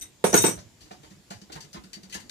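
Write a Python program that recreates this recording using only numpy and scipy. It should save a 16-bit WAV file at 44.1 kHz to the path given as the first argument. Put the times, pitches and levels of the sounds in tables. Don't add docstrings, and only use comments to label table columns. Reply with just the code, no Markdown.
import sys
import numpy as np
from scipy import signal
from scipy.fft import irfft
from scipy.io import wavfile
from scipy.ndimage import uniform_filter1d

SR = 44100
rng = np.random.default_rng(int(sys.argv[2]) if len(sys.argv) > 2 else 0)


def volts(x):
    e = np.asarray(x, float) / 20
    return 10 ** e


def persist_wave(psi):
    counts = np.round(np.clip(psi, -1, 1) * 32767).astype(np.int16)
    wavfile.write(sys.argv[1], SR, np.atleast_2d(counts).T)


N = 101429

# (frequency [Hz], level [dB])
BOARD_TONE = [(180, -55), (300, 3.5), (443, -3.5), (1130, -5), (1630, -7), (3440, -14.5), (4000, -14),
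              (5200, -20), (8800, -120)]
PART_LAG_S = 0.0005


def evened(x):
    return x / np.sqrt(np.mean(x ** 2) + 1e-20)


def read(points, hz):
    f, value = np.transpose(points)
    return np.interp(np.log(hz + 1), np.log(f + 1), value)


def favour(f, hz, db, octaves):
    return db * np.exp(-(np.log2(np.asarray(f) / hz) / octaves) ** 2)


def add(mix, s, sound):
    part = mix[..., round(s * SR):][..., :sound.shape[-1]]
    part += sound[..., :part.shape[-1]]


def colour(x, points):
    hz = np.fft.rfftfreq(2048, 1 / SR)
    low_end = (points[0][0] / 4, -60)
    log = np.log(volts(read([low_end] + list(points), hz)))
    mirrored = np.r_[log, log[-2:0:-1]]
    taps = irfft(np.exp(signal.hilbert(mirrored).conj()[:1025]))
    return signal.oaconvolve(x, taps / np.linalg.norm(taps))[:len(x)]


def ring(modes, extra_db, size=12000, phase=0., longest=0.98):
    t = np.arange(size)[:, None] / SR
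    hz, db, t60 = np.transpose(modes)
    gain = volts(db + extra_db)
    fade = volts(-60 * t / np.clip(t60, .02, longest))
    sines = gain * fade * np.sin(2 * np.pi * hz * t + phase)
    return sines.sum(1) / np.linalg.norm(gain)


def clicks(fade, per_s, uneven_db):
    draw = rng.random((3, len(fade)))
    hit = (draw[0] < per_s / SR) | (np.arange(len(fade)) == 0)
    size = volts(uneven_db * np.minimum(-np.log(draw[2]), 2.2))
    train = hit * np.sign(draw[1] - .5) * size * fade
    return train * np.linalg.norm(fade) / (np.linalg.norm(train) + 1e-9)


def placed(x, pan_db, lag_s=0.):
    late = np.r_[np.zeros(round(lag_s * SR)), x][:len(x)]
    return np.array([x * volts(pan_db / 2), late * volts(-pan_db / 2)])


def room(x, wet_db):
    # (frequency [Hz], time to fall 60 dB [s])
    echo_times = [(100, 0.44), (500, 0.21), (4000, 0.16), (15000, 0.12)]
    mono_hz, thin_hz = 200, 300
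    at = np.arange(60, 22000, 20) + rng.integers(0, 20, (2, 1097))
    taps = np.zeros((2, 22050))
    np.put_along_axis(taps, at, rng.choice([-1., 1.], at.shape), 1)
    hz, t, z = signal.stft(taps, SR, nperseg=512)
    same = 1 / (1 + (hz[:, None] / mono_hz) ** 2)
    z = np.array([z[0], same * z[0] + np.sqrt(1 - same ** 2) * z[1]])
    fade = volts(-60 * t / read(echo_times, hz)[:, None])
    tail = signal.istft(z * fade, SR, nperseg=512)[1]
    tail = signal.lfilter(*signal.butter(1, thin_hz, 'high', fs=SR), tail / np.linalg.norm(tail[0]))
    return x + volts(wet_db) * signal.fftconvolve(x, tail, axes=1)[:, :N]


def air():
    # (frequency [Hz], level [dB])
    hush_tone = [(25, -41), (60, 5.5), (300, -0.5), (600, -9), (1300, -15), (7000, -13.5), (9000, -21),
                 (15500, -27)]
    # (frequency [Hz], likeness [0 to 1])
    likeness = [(40, .9), (300, .6), (2000, .2)]
    # (frequency [Hz], width [Hz], level [dB])
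    hiss_bands = [(7130, 140, -78.5)]
    hush_db, patchy_db = -57, 1.5
    lumpy_db, lumpy_hz = 1, 350

    frames, hz = N // 256 + 5, np.fft.rfftfreq(1024, 1 / SR)
    a, b, c, d, patches = rng.standard_normal((frames, 513, 5)).T
    patches = evened(uniform_filter1d(uniform_filter1d(patches, 10, 0), 12, 1))
    swell = evened(uniform_filter1d(rng.standard_normal(frames), size=9))
    lumps = lumpy_db * swell / (1 + (hz[:, None] / lumpy_hz) ** 2)
    same = np.clip(read(likeness, hz), -1, 1)[:, None]
    left = a + 1j * b
    right = same * left + np.sqrt(1 - same ** 2) * (c + 1j * d)
    z = np.array([left, right]) * volts(patchy_db * patches + lumps)

    def noise(gain):
        return evened(signal.istft(z * gain[:, None], nperseg=1024, noverlap=768)[1][:, :N])

    hush = volts(hush_db) * noise(volts(read(hush_tone, hz)))
    for f, width, db in hiss_bands:
        hush = hush + volts(db) * noise(np.exp(-((hz - f) / max(width, 30)) ** 2))
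    return hush


def bumps():
    # (time [s], level [dB], pitch [Hz])
    flexes = [(.0, -55.5, 48), (.275, -49, 60), (0.384, -31.5, 113.4), (.555, -44.5, 71), (0.638, -49, 99),
              (0.821, -54, 61.6), (1.029, -59, 66), (1.332, -46.5, 108), (1.538, -50.5, 61),
              (1.765, -47.5, 64.5), (2.142, -50, 63.4)]
    bump_s = .055
    out, t = np.zeros(N), np.arange(0, bump_s, 1 / SR)
    swell = np.sin(np.pi * t / bump_s) ** 2
    for s, db, hz in flexes:
        add(out, s, volts(db) * swell * np.sin(2 * np.pi * hz * t))
    return placed(out, -8)


def knocks():
    # (time [s], level [dB], pitch [Hz], rap share [dB], rap colour [Hz])
    soft_knocks = [(0.027, -48.5, 301, -5.5, 2050), (0.576, -43, 194, -5.5, 610),
                   (0.859, -50.5, 307, -13, 510), (0.909, -40, 202, -6, 706), (0.993, -45.5, 137, -21, 390),
                   (1.034, -45, 304, -8.5, 900), (1.11, -39, 201, -21, 1875), (1.164, -46, 175, -26.5, 470),
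                   (1.306, -33, 203, -7.5, 698), (1.417, -39, 204.4, -21.5, 387),
                   (1.497, -43, 300, -6.5, 706), (1.526, -40, 250, -12.5, 493),
                   (1.641, -44, 154, -14.5, 390), (1.556, -36, 158, -5.5, 910),
                   (1.744, -33, 196, -10, 1077), (1.763, -32, 219, -13, 1030),
                   (1.841, -40.5, 190, -20, 1420), (1.965, -36.5, 208, -21, 674),
                   (1.984, -46.5, 225, -31, 600), (2.244, -47, 223, -22, 600),
                   (2.034, -39, 192, -22.5, 1470), (2.149, -33.5, 211, -8.5, 980)]
    knock_t60, rap_t60, board_s = 0.1, .07, 0.02
    rap_ring_db = -4
    out, t, f = np.zeros(N), np.arange(6000) / SR, np.geomspace(250, 6000, num=24)
    for s, db, hz, rap_db, rap_hz in soft_knocks:
        low = ring([(hz, 0, knock_t60), (hz * 1.55, -7, .7 * knock_t60)], 0, size=6000)
        low = low * np.minimum(t / .006, 1)
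        tone = list(zip(f, read(BOARD_TONE, f) + favour(f, rap_hz, 9, 0.2)))
        rap = colour(clicks(np.exp(-(t / board_s) ** 2), 1800, 2.6), tone)
        rap = rap + volts(rap_ring_db) * ring([(rap_hz, 0, rap_t60)], 0, size=6000)
        add(out, s, volts(db) * (low + volts(rap_db) * rap))
    return room(placed(out, -3, PART_LAG_S), wet_db=-1.5)


def parts():
    # (time [s], level [dB], brightest [Hz], chatter length [s])
    handlings = [(0.588, -38.5, 5870, 0.019), (0.807, -42, 4900, 0.041), (0.913, -41, 4860, 0.02),
                 (1.033, -45, 3090, 0.031), (1.104, -46, 4770, .024), (1.304, -36, 4700, 0.032),
                 (1.307, -27, 1650, 0.0029), (1.416, -37.5, 5040, 0.006), (1.52, -30.5, 4540, 0.017),
                 (1.555, -37.5, 1830, 0.022), (1.606, -31.5, 5000, 0.014), (1.643, -40, 5400, 0.0073),
                 (1.73, -33.5, 5000, 0.019), (1.838, -39.5, 4100, 0.01), (1.932, -27.5, 4800, 0.011),
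                 (2.032, -38, 4530, 0.01), (2.096, -40.5, 4660, 0.091), (2.126, -26.5, 2860, 0.019),
                 (2.143, -21, 5400, 0.0043), (2.148, -21.5, 1900, 0.0055), (2.2, -34, 2100, 0.01),
                 (2.295, -27.5, 4660, 0.024)]
    # (frequency [Hz], width [Hz], level [dB])
    part_notes = [(1650, 23, -1.5), (1952, 120, 19), (2940, 29, -14), (4270, 71, 9), (4630, 62, 13.5),
                  (4935, 27, 3.5), (5345, 240, 15), (6330, 87, -30)]
    # (frequency [Hz], level [dB])
    tick_tone = [(710, -41), (1200, -17.5), (1980, 9), (2460, -13), (2680, 3), (3430, -5.5), (6310, 1),
                 (15500, -18.5)]
    part_db, part_ring_db, chatter_per_s = -11, -5.5, 2400
    out, t, f = np.zeros(N), np.arange(8000) / SR, np.geomspace(1200, 15500, num=24)
    modes = [(hz, db, 2.2 / max(width, 40)) for hz, width, db in part_notes]
    mode_hz = np.transpose(modes)[0]
    luck = rng.standard_normal((len(handlings), len(modes)))
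    for (s, db, hz, length), z in zip(handlings, luck):
        drive = clicks(np.exp(-t / max(length, .003)), chatter_per_s, 2.5)
        tone = list(zip(f, read(tick_tone, f) + favour(f, hz, 6.2, 0.38)))
        body = ring(modes, 3 * z + favour(mode_hz, hz, 9.0, 0.083), size=4000)
        ringing = signal.oaconvolve(drive, body / np.linalg.norm(body))[:len(t)]
        sound = colour(drive, tone) + volts(part_ring_db) * ringing
        add(out, s, volts(db + part_db) * sound)
    return room(placed(out, 6, PART_LAG_S), wet_db=1)


def thumps():
    # (time [s], level [dB], thump pitch [Hz], bench note favoured [Hz], thump length [s])
    landings = [
        (0.24, -11.5, 512, 913, 0.0073),
        (0.33, -19.5, 607, 669, 0.0061),
        (.3402, -8.5, 366, 1450, 0.0064),
        (0.44, -11, 335, 924, 0.0064),
        (0.48, -23, 364, 310, 0.00695),
    ]
    # (frequency [Hz], level [dB], time to fall 60 dB [s])
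    bench_notes = [(108.4, -12, 0.79), (180, -10, 0.035), (282, -21, 0.18), (395.8, 13.5, 0.083),
                   (490, -13, 0.06), (668, -6, 0.36), (567.5, -14, 0.25), (912, 2, 0.045),
                   (1266, -19, 0.083), (1446, -6.5, 0.099), (2255, -3.5, 0.095)]
    push_hz, push_db, bench_db, slap_db = 193.7, -6, -3, -10
    thump_rise = 0.543
    out, t = np.zeros((2, N)), np.arange(12000) / SR
    bench_hz = np.transpose(bench_notes)[0]
    for s, db, hz, note_hz, length in landings:
        u = t / length
        sweep = 2 * np.pi * t * (0.675 + thump_rise * np.minimum(u, 2) / 2)
        push = volts(push_db) * u * np.exp(-(u / 1.78) ** 2.46) * np.sin(2 * np.pi * push_hz * t)
        thump = 2.06 * u * np.exp(-u ** 2.74) * np.sin(hz * sweep) + push
        near_db = favour(bench_hz, note_hz, 14, .15)
        for side in range(2):
            phase = 0.39 * side * np.log(bench_hz / 25)
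            bench = np.minimum(2.6 * u, 1) * ring(bench_notes, near_db, phase=phase)
            slap = colour(clicks(np.exp(-t / 0.021), 2500, 5.9), BOARD_TONE)
            add(out[side], s, volts(db) * (thump + volts(bench_db) * bench + volts(slap_db) * slap))
    return room(out * volts([[-1.6], [1.6]]), wet_db=-4)


def wrench():
    # (time [s], level [dB], note struck most [Hz], jaw chatter [s], ring until damped [s])
    touches = [(.000, -37.5, 8190, 0.0035, 0.022), (.011, -29.5, 5964, .006, 0.014),
               (.013, -41.5, 12100, 0.0041, 0.012), (.018, -26.5, 2400, 0.021, 0.007),
               (.024, -28.5, 3755, 0.01, 0.011), (.022, -47.5, 8190, 0.0095, 0.03),
               (.035, -41, 5800, 0.011, 0.02), (.241, -23, 8450, 0.01, 0.087),
               (.247, -20.5, 10600, 0.01, 0.045), (.262, -21, 8630, 0.081, 0.029),
               (.243, -33, 14430, 0.0027, 0.054), (.329, -17, 6040, 0.0036, 0.013),
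               (.3415, -11.5, 6487, 0.044, 0.02), (.343, -15, 14430, 0.0066, 0.069),
               (.352, -20, 12100, 0.015, 0.056), (.364, -10.5, 5900, 0.014, 0.0064),
               (.369, -10, 8380, 0.011, 0.009), (.376, -12, 6065, 0.054, 0.043),
               (.379, -16.5, 3755, 0.0055, 0.1), (.385, -17, 8190, 0.026, 0.033),
               (.420, -17.5, 14430, 0.0026, 0.046), (.4453, -16, 8190, 0.031, 0.049),
               (.4648, -10, 5843, 0.011, 0.031), (.467, -25, 8190, 0.027, 0.022),
               (.466, -22.5, 14430, .004, 0.023), (.490, -18.5, 5670, 0.024, 0.008),
               (.507, -28.5, 5960, 0.026, 0.041)]
    # (frequency [Hz], level [dB], time to fall 60 dB [s])
    steel = [(3755, -16, 0.4), (5905, -1, 0.17), (5980, -11.5, 0.096), (6487, -8.5, 0.18),
             (7700, -14, 0.092), (8190, -4.5, 0.48), (8530, -3.5, 0.17), (8800, -22, 0.26),
             (9065, -1, 0.11), (10600, -7, 0.19), (11660, -15, 0.15), (12100, -7.5, 0.13),
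             (14430, -18, 0.14)]
    # (frequency [Hz], level [dB])
    clank_tone = [(1300, -15.5), (2400, -8), (4800, -16.5), (6200, -1.5), (8500, -7), (11500, -9.5),
                  (13200, -21), (16200, -36)]
    rattle_per_s, blow_s = 2200, 0.0009
    ring_db, buzz_db, tick_db, spread_db = -3, -15, -17, 2.5
    buzz_share = 0.17
    mute_s, mute_db = 0.0047, -28.5

    out, t = np.zeros((2, N)), np.arange(9000) / SR
    steel_hz, steel_db, steel_t60 = np.transpose(list(steel) + list(steel))
    is_twin = np.arange(len(steel_hz)) >= len(steel)
    luck = rng.standard_normal((len(touches), 3, len(steel_hz)))
    for (s, db, hz, length, until), (left, right, shift) in zip(touches, luck):
        split_hz = steel_hz * (1 + .007 * shift * is_twin)
        modes = np.transpose([split_hz, steel_db, steel_t60])
        buzz_modes = np.transpose([split_hz, steel_db, buzz_share * steel_t60])
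        near_db = favour(split_hz, hz, 20, .04) - 4 * is_twin
        fade = np.exp(-t / max(length, .002))
        drive = clicks(fade, rattle_per_s, 1.7)
        other = clicks(fade, rattle_per_s, 2.7)
        mute = volts(mute_db / (1 + np.exp(np.clip((until - t) / mute_s, -50, 50))))
        blow = drive * np.exp(-t / blow_s)
        blow = blow / np.linalg.norm(blow)
        for side, z in enumerate((left, right)):
            clear = ring(modes, near_db + spread_db * z, size=9000, phase=2 * z, longest=.3) * mute
            short = ring(buzz_modes, .5 * near_db, size=3000, phase=2 * z)
            ringing = signal.oaconvolve(blow, clear)[:len(t)]
            buzz = signal.oaconvolve(drive, short / np.linalg.norm(short))[:len(t)]
            tick = colour(drive if side else .5 * drive + other, clank_tone)
            sound = volts(ring_db) * ringing + volts(buzz_db) * buzz + volts(tick_db) * tick
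            add(out[side], s, volts(db) * sound)
    return room(out * volts([[1.2], [-1.2]]), wet_db=-5)


def scene():
    return air() + bumps() + knocks() + parts() + thumps() + wrench()


def top_cut(x):
    return signal.sosfilt(signal.butter(12, 16540, fs=SR, output="sos"), x)


def record(dry):
    low_pass = signal.firwin(255, 15250, fs=SR)
    mix = signal.oaconvolve(dry, low_pass[None], "same")
    return top_cut(mix)


dry = scene()
out = record(dry)
persist_wave(out)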